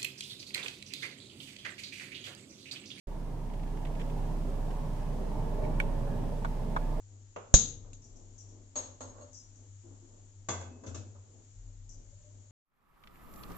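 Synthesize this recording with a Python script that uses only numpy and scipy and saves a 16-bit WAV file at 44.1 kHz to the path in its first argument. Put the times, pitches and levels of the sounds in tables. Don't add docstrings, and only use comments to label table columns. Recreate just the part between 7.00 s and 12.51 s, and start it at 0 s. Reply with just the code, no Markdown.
import sys
import numpy as np
from scipy import signal
from scipy.fft import rfft, irfft, next_fast_len
from scipy.io import wavfile
from scipy.ndimage import map_coordinates

SR = 44100
rng = np.random.default_rng(int(sys.argv[2]) if len(sys.argv) > 2 else 0)


def log_audio(samples):
    frames = np.atleast_2d(samples).T
    limited = np.clip(frames, -1, 1)
    pcm = np.round(limited * 32767).astype(np.int16)
    wavfile.write(sys.argv[1], SR, pcm)


N = 242945


def amp(db):
    return 10 ** (np.asarray(db) / 20)


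def unit_rms(x):
    return x / np.sqrt(np.mean(x ** 2) + 1e-20)


def along(points, hz):
    freqs, values = np.transpose(points)
    return np.interp(np.log(hz + 1), np.log(freqs + 1), values)


def automation(rows):
    times, *columns = np.transpose(rows)
    return [np.interp(np.arange(N) / SR, times, column) for column in columns]


def wobble(rate):
    return map_coordinates(rng.standard_normal(int(N * rate / SR) + 4), [np.arange(N) * rate / SR])


def filtered(x, response):
    size = next_fast_len(x.shape[-1] + 4096)
    return irfft(rfft(x, size) * response(np.fft.rfftfreq(size, 1 / SR)), size)[..., :x.shape[-1]]


def add(track, start_s, x):
    part = track[..., round(start_s * SR):][..., :x.shape[-1]]
    part += x[..., :part.shape[-1]]


# (frequency [Hz], left-right correlation [-1..1])
PORT_LIKENESS = [(60, 0.87), (160, 0.93), (430, 0.44), (1150, -0.079), (3060, -0.038), (8190, 0.048)]

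def air(colour, size=N, boost_db=lambda hz: 0):
    def mid_side(hz):
        width = np.arccos(np.clip(along(PORT_LIKENESS, hz), -1, 1)) / 2
        return amp(along(colour, hz) + boost_db(hz)) * [np.cos(width), np.sin(width)]
    mid, side = filtered(rng.standard_normal((2, size)), mid_side)
    return unit_rms(np.array([mid + side, mid - side]))


def ring(modes, t, scatter_db, decay_scale=1, waver_db=0):
    out = np.zeros((2, len(t)))
    for hz, db, t60 in modes:
        life = t60 * decay_scale
        age = t[t < life]
        waver = np.interp(age * 30, np.arange(90), rng.standard_normal(90))
        phase = 2 * np.pi * (hz * age + rng.random((2, 1)) * (hz > 1000))
        strength = amp(db + rng.normal(0, scatter_db, (2, 1)))
        add(out, 0, strength * amp(waver_db * waver - 60 * age / life) * np.sin(phase))
    return out


# (frequency [Hz], t60 [s])
KITCHEN_DECAY = [(100, 0.35), (300, 0.59), (1000, 0.51), (2500, 0.51), (4000, 0.49), (6500, 0.45),
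                 (8000, 0.42)]

def strikes(hits, colour, modes, decay_scale, crack_db, punch_db, scatter_db, pan_db, size=18000):
    out, t = np.zeros((2, N)), np.arange(size) / SR
    lows = lambda hz: 1 / (1 + (hz / 2000) ** 6)
    punch_colour = [(120, -33.5), (350, -21), (650, -1.5), (1500, -9), (3500, -22.5)]
    crack_t60, tick_t60, sharp_rise_s = .044, .0054, .0025
    for start, db, body_db, ring_db, rise in hits:
        noise = air(colour, size, boost_db=lambda hz: body_db * lows(hz))
        noise /= np.std(filtered(noise, lambda hz: 1 - lows(hz)))
        band_hz, age, bands = signal.stft(noise, SR, nperseg=256)
        room_t60 = decay_scale * along(KITCHEN_DECAY, band_hz)[:, None]
        tail = signal.istft(bands * amp(-60 * age / room_t60), SR, nperseg=256)[1][:, :size]
        punch = amp(punch_db + body_db) * air(punch_colour, size)
        crack = (amp(crack_db) * noise + punch) * amp(-60 * t / crack_t60)
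        tick = amp(2 - 60 * t / tick_t60) * noise * (rise < sharp_rise_s)
        struck = [(hz, level + ring_db + body_db * lows(hz), t60) for hz, level, t60 in modes]
        ringing = ring(struck, t, scatter_db, decay_scale, waver_db=3.5)
        attack = 1 - np.exp(-t / rise)
        gain = amp(db - 7.5 + pan_db / 2 * np.array([[1], [-1]]))
        add(out, start, gain * (attack * (tail + crack + ringing) + tick))
    return out


def mains_hum():
    hum_hz, beat_hz, dip_s = 100.14, 1.507, 2.442
    t = np.arange(N) / SR
    phase = 2 * np.pi * hum_hz * t + 1.3
    tones = np.sin(phase) - amp(-9) * np.sin(phase - 2 * np.pi * beat_hz * (t - dip_s))
    trapped = air([(62, -30), (80, -17), (89, -5), (93.5, 3.5), (97, -8), (108, -12), (114, -40.5)])
    return amp(-56.5) * (np.sqrt(2) * tones + amp(-7.5) * trapped)


# (frequency [Hz], level [dB])
RUSH_COLOUR = [(110, -39.5), (180, -16.5), (247, -2), (274, -5.5), (356, -9), (470, -12), (551, -16.5),
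               (597, -14), (1200, -27.5), (1560, -55.5), (2640, -120)]
HISS_COLOUR = [(530, -35.5), (900, -8.5), (1110, -17.5), (1210, -15.5), (1310, -15.5), (1770, -16.5),
               (2690, -21.5), (2950, -16), (3860, -17.5), (5050, -17), (7040, 3), (7700, -4), (10000, -32),
               (16900, -120)]
# (time [s], level [dB])
RUSH_RIDE = [(0, -76), (.5, -67.5), (.6, -62), (.8, -67), (1.2, -65), (1.7, -68), (2.1, -64), (2.6, -72.5),
             (3.4, -69.5), (3.7, -63), (4.1, -67.5), (4.5, -68.5), (5.5, -73)]
# (time [s], pitch [Hz], level [dB])
WHISTLE_GLIDE = [(4.85, 544, -93.5), (4.9, 532, -76.5), (5.15, 575, -68.5), (5.27, 597, -70),
                 (5.5, 589, -72.5)]

def gas_flow():
    rush = amp(automation(RUSH_RIDE)[0] + 3.8 * wobble(8.3)) * air(RUSH_COLOUR)
    hz, db = automation(WHISTLE_GLIDE)
    fuzz = unit_rms(filtered(rng.standard_normal((2, N)), lambda f: 1 / (1 + (f / 28) ** 2)))
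    gate = np.arange(N) > WHISTLE_GLIDE[0][0] * SR
    whistle = amp(db) * gate * fuzz * np.sin(2 * np.pi * np.cumsum(hz) / SR)
    hiss = amp(-66.5 + wobble(3.3)) * air(HISS_COLOUR)
    return rush + whistle + hiss


# (time [s], level [dB], body [dB], ring [dB], rise [s])
BUMP_HITS = [(2.835, -81.5, 18.5, -3, 0.016), (2.9, -83, 21, -7.5, 0.013), (3.02, -89.5, 19.8, -0.5, 0.01)]
# (frequency [Hz], level [dB])
BUMP_COLOUR = [(100, -40), (200, -1), (330, -6), (600, -9), (1000, -17), (1600, -27), (2500, -27),
               (7700, -37.5)]
# (frequency [Hz], level [dB], t60 [s])
BUMP_MODES = [(274, 16, 0.37), (343, 22.5, 0.26)]

def dull_bumps():
    return strikes(BUMP_HITS, BUMP_COLOUR, BUMP_MODES, decay_scale=1,
                   crack_db=-14, punch_db=-14, scatter_db=5, pan_db=-2.5)


# (time [s], level [dB])
STOVE_LOADS = [(1.762, -49.5), (2.011, -53), (2.191, -53), (3.489, -33.5), (3.869, -33.5), (3.962, -36),
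               (4.149, -59), (4.56, -50)]
# (frequency [Hz], level [dB], t60 [s])
STOVE_MODES = [(91.8, 0, 0.96), (101, 1, 0.45), (107.1, -4.5, 0.47)]
FLOOR_MODES = [(36.94, -42, 1.78)]
THUD_S = 4.55

def low_thuds():
    out, t = np.zeros((2, N)), np.arange(SR) / SR
    for start, db in STOVE_LOADS:
        add(out, start, amp(db) * (1 - np.exp(-t / .045)) * ring(STOVE_MODES, t, scatter_db=.8))
    add(out, THUD_S, (1 - np.exp(-t / .033)) * ring(FLOOR_MODES, t, scatter_db=.3))
    return out


# (time [s], level [dB], note [Hz], note level [dB])
BANGLE_HITS = [(1.019, -57.5, 5500, -63), (1.041, -52.5, 5700, -64), (1.159, -55, 4840, -75),
               (1.381, -49, 5850, -60), (1.408, -52, 5800, -61), (1.488, -57, 5520, -69),
               (2.33, -49.5, 6020, -61), (2.345, -46.5, 5120, -56), (2.369, -48, 5820, -51),
               (2.399, -60, 5160, -61), (2.429, -65, 5820, -57), (2.555, -58, 6230, -62),
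               (4.892, -48, 6060, -54), (4.918, -53, 4930, -73)]
# (frequency [Hz], level [dB])
BANGLE_COLOUR = [(3500, -39), (4500, -26), (4900, -10), (5500, -3.5), (6000, 7.5), (7000, 0), (7600, 0),
                 (9000, -23)]
# (frequency [Hz], level [dB], t60 [s])
BANGLE_MODES = [(5040, -10, .2), (5300, -5, .2), (5700, -14, .25), (5720, -0.5, 0.71), (6000, -12, .25),
                (6350, -6, .2), (6960, -4.5, .15), (7700, 2.5, .15)]

def bangles():
    body_db, ring_db, rise_s, note_t60 = -27, -15, .0017, .27
    hits = [(start, db, body_db, ring_db, rise_s) for start, db, *_ in BANGLE_HITS]
    out = strikes(hits, BANGLE_COLOUR, BANGLE_MODES, decay_scale=.8,
                  crack_db=-10.5, punch_db=-36, scatter_db=6, pan_db=1, size=8000)
    t = np.arange(SR // 4) / SR
    for start, _, hz, db in BANGLE_HITS:
        note = ring([(hz, db, note_t60)], t, scatter_db=1.3, waver_db=4.5)
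        add(out, start, (1 - np.exp(-t / rise_s)) * note)
    return out


# (time [s], level [dB], body [dB], ring [dB], rise [s])
TOUCH_HITS = [(.3612, -51.5, 6.7, -36, 0.0011), (.84, -75.5, 13, 9, 0.013), (4.148, -80, 19.3, -32, 0.0044)]
# (frequency [Hz], level [dB])
TOUCH_COLOUR = [(88, -44), (150, -14.5), (295, -18), (377, -6), (561, -1.5), (650, -7), (1320, -10),
                (1810, -23), (2730, -16), (4930, -36.5), (6640, -19.5), (7700, -30.5), (10000, -60),
                (16900, -120)]
# (frequency [Hz], level [dB], t60 [s])
BURNER_MODES = [(533, -2, .3), (655, -10, 0.19), (802, -9, .2), (1157, -11, .2), (1335, -13, 0.18)]

def burner_touches():
    return strikes(TOUCH_HITS, TOUCH_COLOUR, BURNER_MODES, decay_scale=.88,
                   crack_db=4.5, punch_db=-13, scatter_db=2, pan_db=-1)


# (time [s], level [dB], body [dB], ring [dB], rise [s])
TAP_HITS = [(1.7567, -31, -3, -2.5, .0016), (2.0065, -41.5, 4, -3.5, 0.0013), (2.14, -59, 11.5, -3, 0.018),
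            (2.18, -58.5, 13.5, -6, 0.0058), (2.21, -55.5, 1, 9, 0.0048)]
# (frequency [Hz], level [dB])
TAP_COLOUR = [(59, -34), (100, -9), (158, -28.5), (248, -16), (405, -13), (583, -4.5), (766, -15),
              (1040, -12.5), (1500, -23), (2300, -29), (3500, -25), (4200, -21), (4900, -29), (6000, -21.5),
              (6500, -6.5), (7000, -17), (7700, -14.5), (10000, -48)]
# (frequency [Hz], level [dB], t60 [s])
COUNTER_MODES = [(258, -6.5, 0.74), (509, -2, 0.25), (584.5, -5.5, 0.35), (882, -9, 0.29),
                 (1110, -13, 0.19), (1240, -23, 0.15), (1390, -12, .2), (2770, -20, 0.13), (4050, -20, .15),
                 (4300, -19, .3), (4450, -19, .15), (6450, -15, 0.39), (7430, -8, 0.25)]

def counter_taps():
    return strikes(TAP_HITS, TAP_COLOUR, COUNTER_MODES, decay_scale=.98,
                   crack_db=-23, punch_db=-.5, scatter_db=4, pan_db=-1.6)


# (time [s], level [dB])
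CLINK_HITS = [(1.7567, -28), (2.0065, -41.5), (2.205, -52.5)]

def barrel_clinks():
    centre_hz, beat_hz, t60 = 6592, 14.5, .32
    out, t = np.zeros((2, N)), np.arange(SR // 3) / SR
    tremolo = np.sin(np.pi * (beat_hz * t + .03))
    for start, db in CLINK_HITS:
        add(out, start, tremolo * ring([(centre_hz, db, t60)], t, scatter_db=.8, waver_db=-2.9)[0])
    return out


# (time [s], level [dB], body [dB], ring [dB], rise [s])
CLANK_HITS = [(3.4868, -30.5, -2, 0.97, 0.0011), (3.609, -47, 0, 1.5, 0.0024)]
ROCK_HITS = [(3.835, -55.5, 8.5, 5, 0.0028), (3.862, -44, -2.5, 3.5, 0.0047),
             (3.9446, -41, -6, 4.3, 0.0025)]
# (frequency [Hz], level [dB])
CLANK_COLOUR = [(59, -39), (100, -1.5), (160, -13.5), (504, -7.5), (687, -6), (766, -7), (1180, -8.5),
                (1390, -18.5), (1530, -9.5), (1830, -23), (2080, -23), (5350, -26.5), (6780, -11),
                (7700, -17), (10000, -47.5), (16900, -120)]
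ROCK_COLOUR = [(88, -43), (150, -21), (242, 2.5), (348, -11), (468, -5), (846, -18.5), (1660, -19.5),
               (1930, -33.5), (2680, -28), (3220, -30), (3490, -28), (4930, -30.5), (6750, -17.5),
               (7700, -22), (10000, -59.5), (16900, -120)]
# (frequency [Hz], level [dB], t60 [s])
PAN_MODES = [(192, -10.5, 0.75), (245.4, -12.5, 2), (336, -11.5, 0.76), (393, -11.5, 0.68),
             (462, -16, 0.23), (532, -10.5, 0.64), (646, -15.5, 0.67), (778, -13.5, 0.29), (856, -27, .31),
             (983, -13, 0.26), (1080, -12, .2), (1168, -10, .37), (1310, -22.5, 0.3), (1520, -16, 0.5),
             (2010, -20.5, 0.52), (2160, -21.5, 0.4), (2584, -22.5, 0.98), (2700, -16, 0.31),
             (2880, -24, .2), (3400, -24, 0.46), (3435, -20.5, .26), (3650, -17, .2), (4050, -27.5, .5),
             (4320, -27, .3), (4660, -20, .2), (5410, -15.5, 0.33), (6300, -6, .25), (6200, -11, 0.28),
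             (6600, -16, 0.2), (6600, -3, 0.21), (7120, -23, 0.27)]

def metal_pan():
    landing = strikes(CLANK_HITS, CLANK_COLOUR, PAN_MODES, decay_scale=.9,
                      crack_db=-8, punch_db=-8, scatter_db=4.5, pan_db=-2.3, size=24000)
    damped = [(hz, db, .55 * t60) for hz, db, t60 in PAN_MODES]
    rocking = strikes(ROCK_HITS, ROCK_COLOUR, damped, decay_scale=.83,
                      crack_db=-11, punch_db=-13, scatter_db=5.5, pan_db=-1)
    return landing + rocking


# (frequency [Hz], level [dB], t60 [s])
ROOM_MODES = [(24.7, -42, 1.69), (34.23, -49.5, 1.4), (76.5, -40.5, 0.9), (131, -39, .7),
              (183.3, -47, 0.72), (252, -51, .5), (470, -47, .7)]

def flame():
    lit_s, puff_hz, rise_s, decay_s = .5403, 38, .001, .0095
    t = np.arange(N) / SR
    age = np.maximum(t - lit_s, 0)

    def flare(unlit_db, burning_db, flare_db, settle_s):
        return amp(np.where(age > 0, burning_db + flare_db * np.exp(-age / settle_s), unlit_db))

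    push = (1 - np.exp(-age / rise_s)) * np.exp(-age / decay_s)
    puff = push * np.cos(2 * np.pi * puff_hz * age) * amp([[-11.5], [2]])
    boom = (1 - np.exp(-age / .023)) * ring(ROOM_MODES, age, scatter_db=.76)
    rumble = amp(-60) * np.interp(t - THUD_S, [0, .3, .7], [0, 1, 1], right=0)
    flutter = air([(12, -29.5), (24, 13.5), (55, -3), (75, -50.5)])
    flutter *= flare(unlit_db=-67.5, burning_db=-65, flare_db=12, settle_s=.93) + rumble
    roar = air([(60, -31), (80, -4), (130, 0), (190, -6.5), (230, -38.5)])
    roar *= flare(unlit_db=-79.5, burning_db=-75.5, flare_db=16.5, settle_s=.6) + amp(-14) * rumble
    return puff + boom + flutter + roar


# (time [s], level [dB], body [dB], ring [dB], rise [s])
HAMMER_HITS = [(.5403, -12.5, -1, -7.5, 0.00043), (.5505, -18.5, -9, -13.5, 0.0016)]
TRIGGER_HITS = [(.9323, -47, -7, 7.7, 0.00023)]
# (frequency [Hz], level [dB])
SNAP_COLOUR = [(59, -40.5), (100, -9), (190, -11.5), (253, -8.5), (391, -24.5), (469, -15), (616, -23.5),
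               (2300, -30.5), (2900, -25.5), (3860, -14), (4380, -22), (5550, -21.5), (6540, 0),
               (7700, -16), (10000, -47.5)]
# (frequency [Hz], level [dB], t60 [s])
BARREL_MODES = [(543, 8, 0.059), (632, 10, 0.023), (935, -4.5, .05), (1580, 1, 0.024), (4100, -23.5, .35),
                (4400, -24.5, .33), (5399, -22, .25), (5857, -14.5, .27), (6870, -10, .18),
                (6110, -16, .29), (6200, -1, .2), (6600, -7, .18), (7150, -14.5, .3), (7210, -8.5, .28),
                (7320, -15, .24)]
SPRING_MODES = [(2700, -6, .025), (5200, -7, .04), (7350, 4, .05)]

def spark_lighter():
    snap = strikes(HAMMER_HITS, SNAP_COLOUR, BARREL_MODES, decay_scale=.8,
                   crack_db=6.5, punch_db=-5.5, scatter_db=7.5, pan_db=1.5, size=24000)
    release = strikes(TRIGGER_HITS, SNAP_COLOUR, SPRING_MODES, decay_scale=.45,
                      crack_db=-13, punch_db=-12, scatter_db=.5, pan_db=-2.5, size=12000)
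    return snap + release


def scene():
    hits = spark_lighter() + counter_taps() + burner_touches() + metal_pan()
    details = dull_bumps() + barrel_clinks() + bangles() + low_thuds()
    return hits + details + flame() + gas_flow() + mains_hum()


# (frequency [Hz], left minus right [dB])
PORT_BALANCE = [(60, 4), (110, 3.5), (210, 5.5), (380, 3.5), (700, 0), (1300, -5.5), (2400, -2.5),
                (4430, 5.5), (8190, 6)]
# (frequency [Hz], gain [dB])
HIGH_CUT = [(7600, 0), (7900, -13), (8050, -21), (8400, -39)]

def record(dry):
    ceiling, top_hz, hiss_db = .97, 8500, -102
    hiss = filtered(rng.standard_normal(dry.shape), lambda hz: hz < 15200)
    coloured = filtered(dry, lambda hz: amp(along(PORT_BALANCE, hz) / 2 * np.array([[1], [-1]])))
    rounded = coloured / (1 + np.abs(coloured / ceiling) ** 5) ** (1 / 5)
    dulled = filtered(rounded, lambda hz: amp(along(HIGH_CUT, hz)) * (hz < top_hz))
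    return dulled + amp(hiss_db) * hiss


dry = scene()
out = record(dry)
log_audio(out)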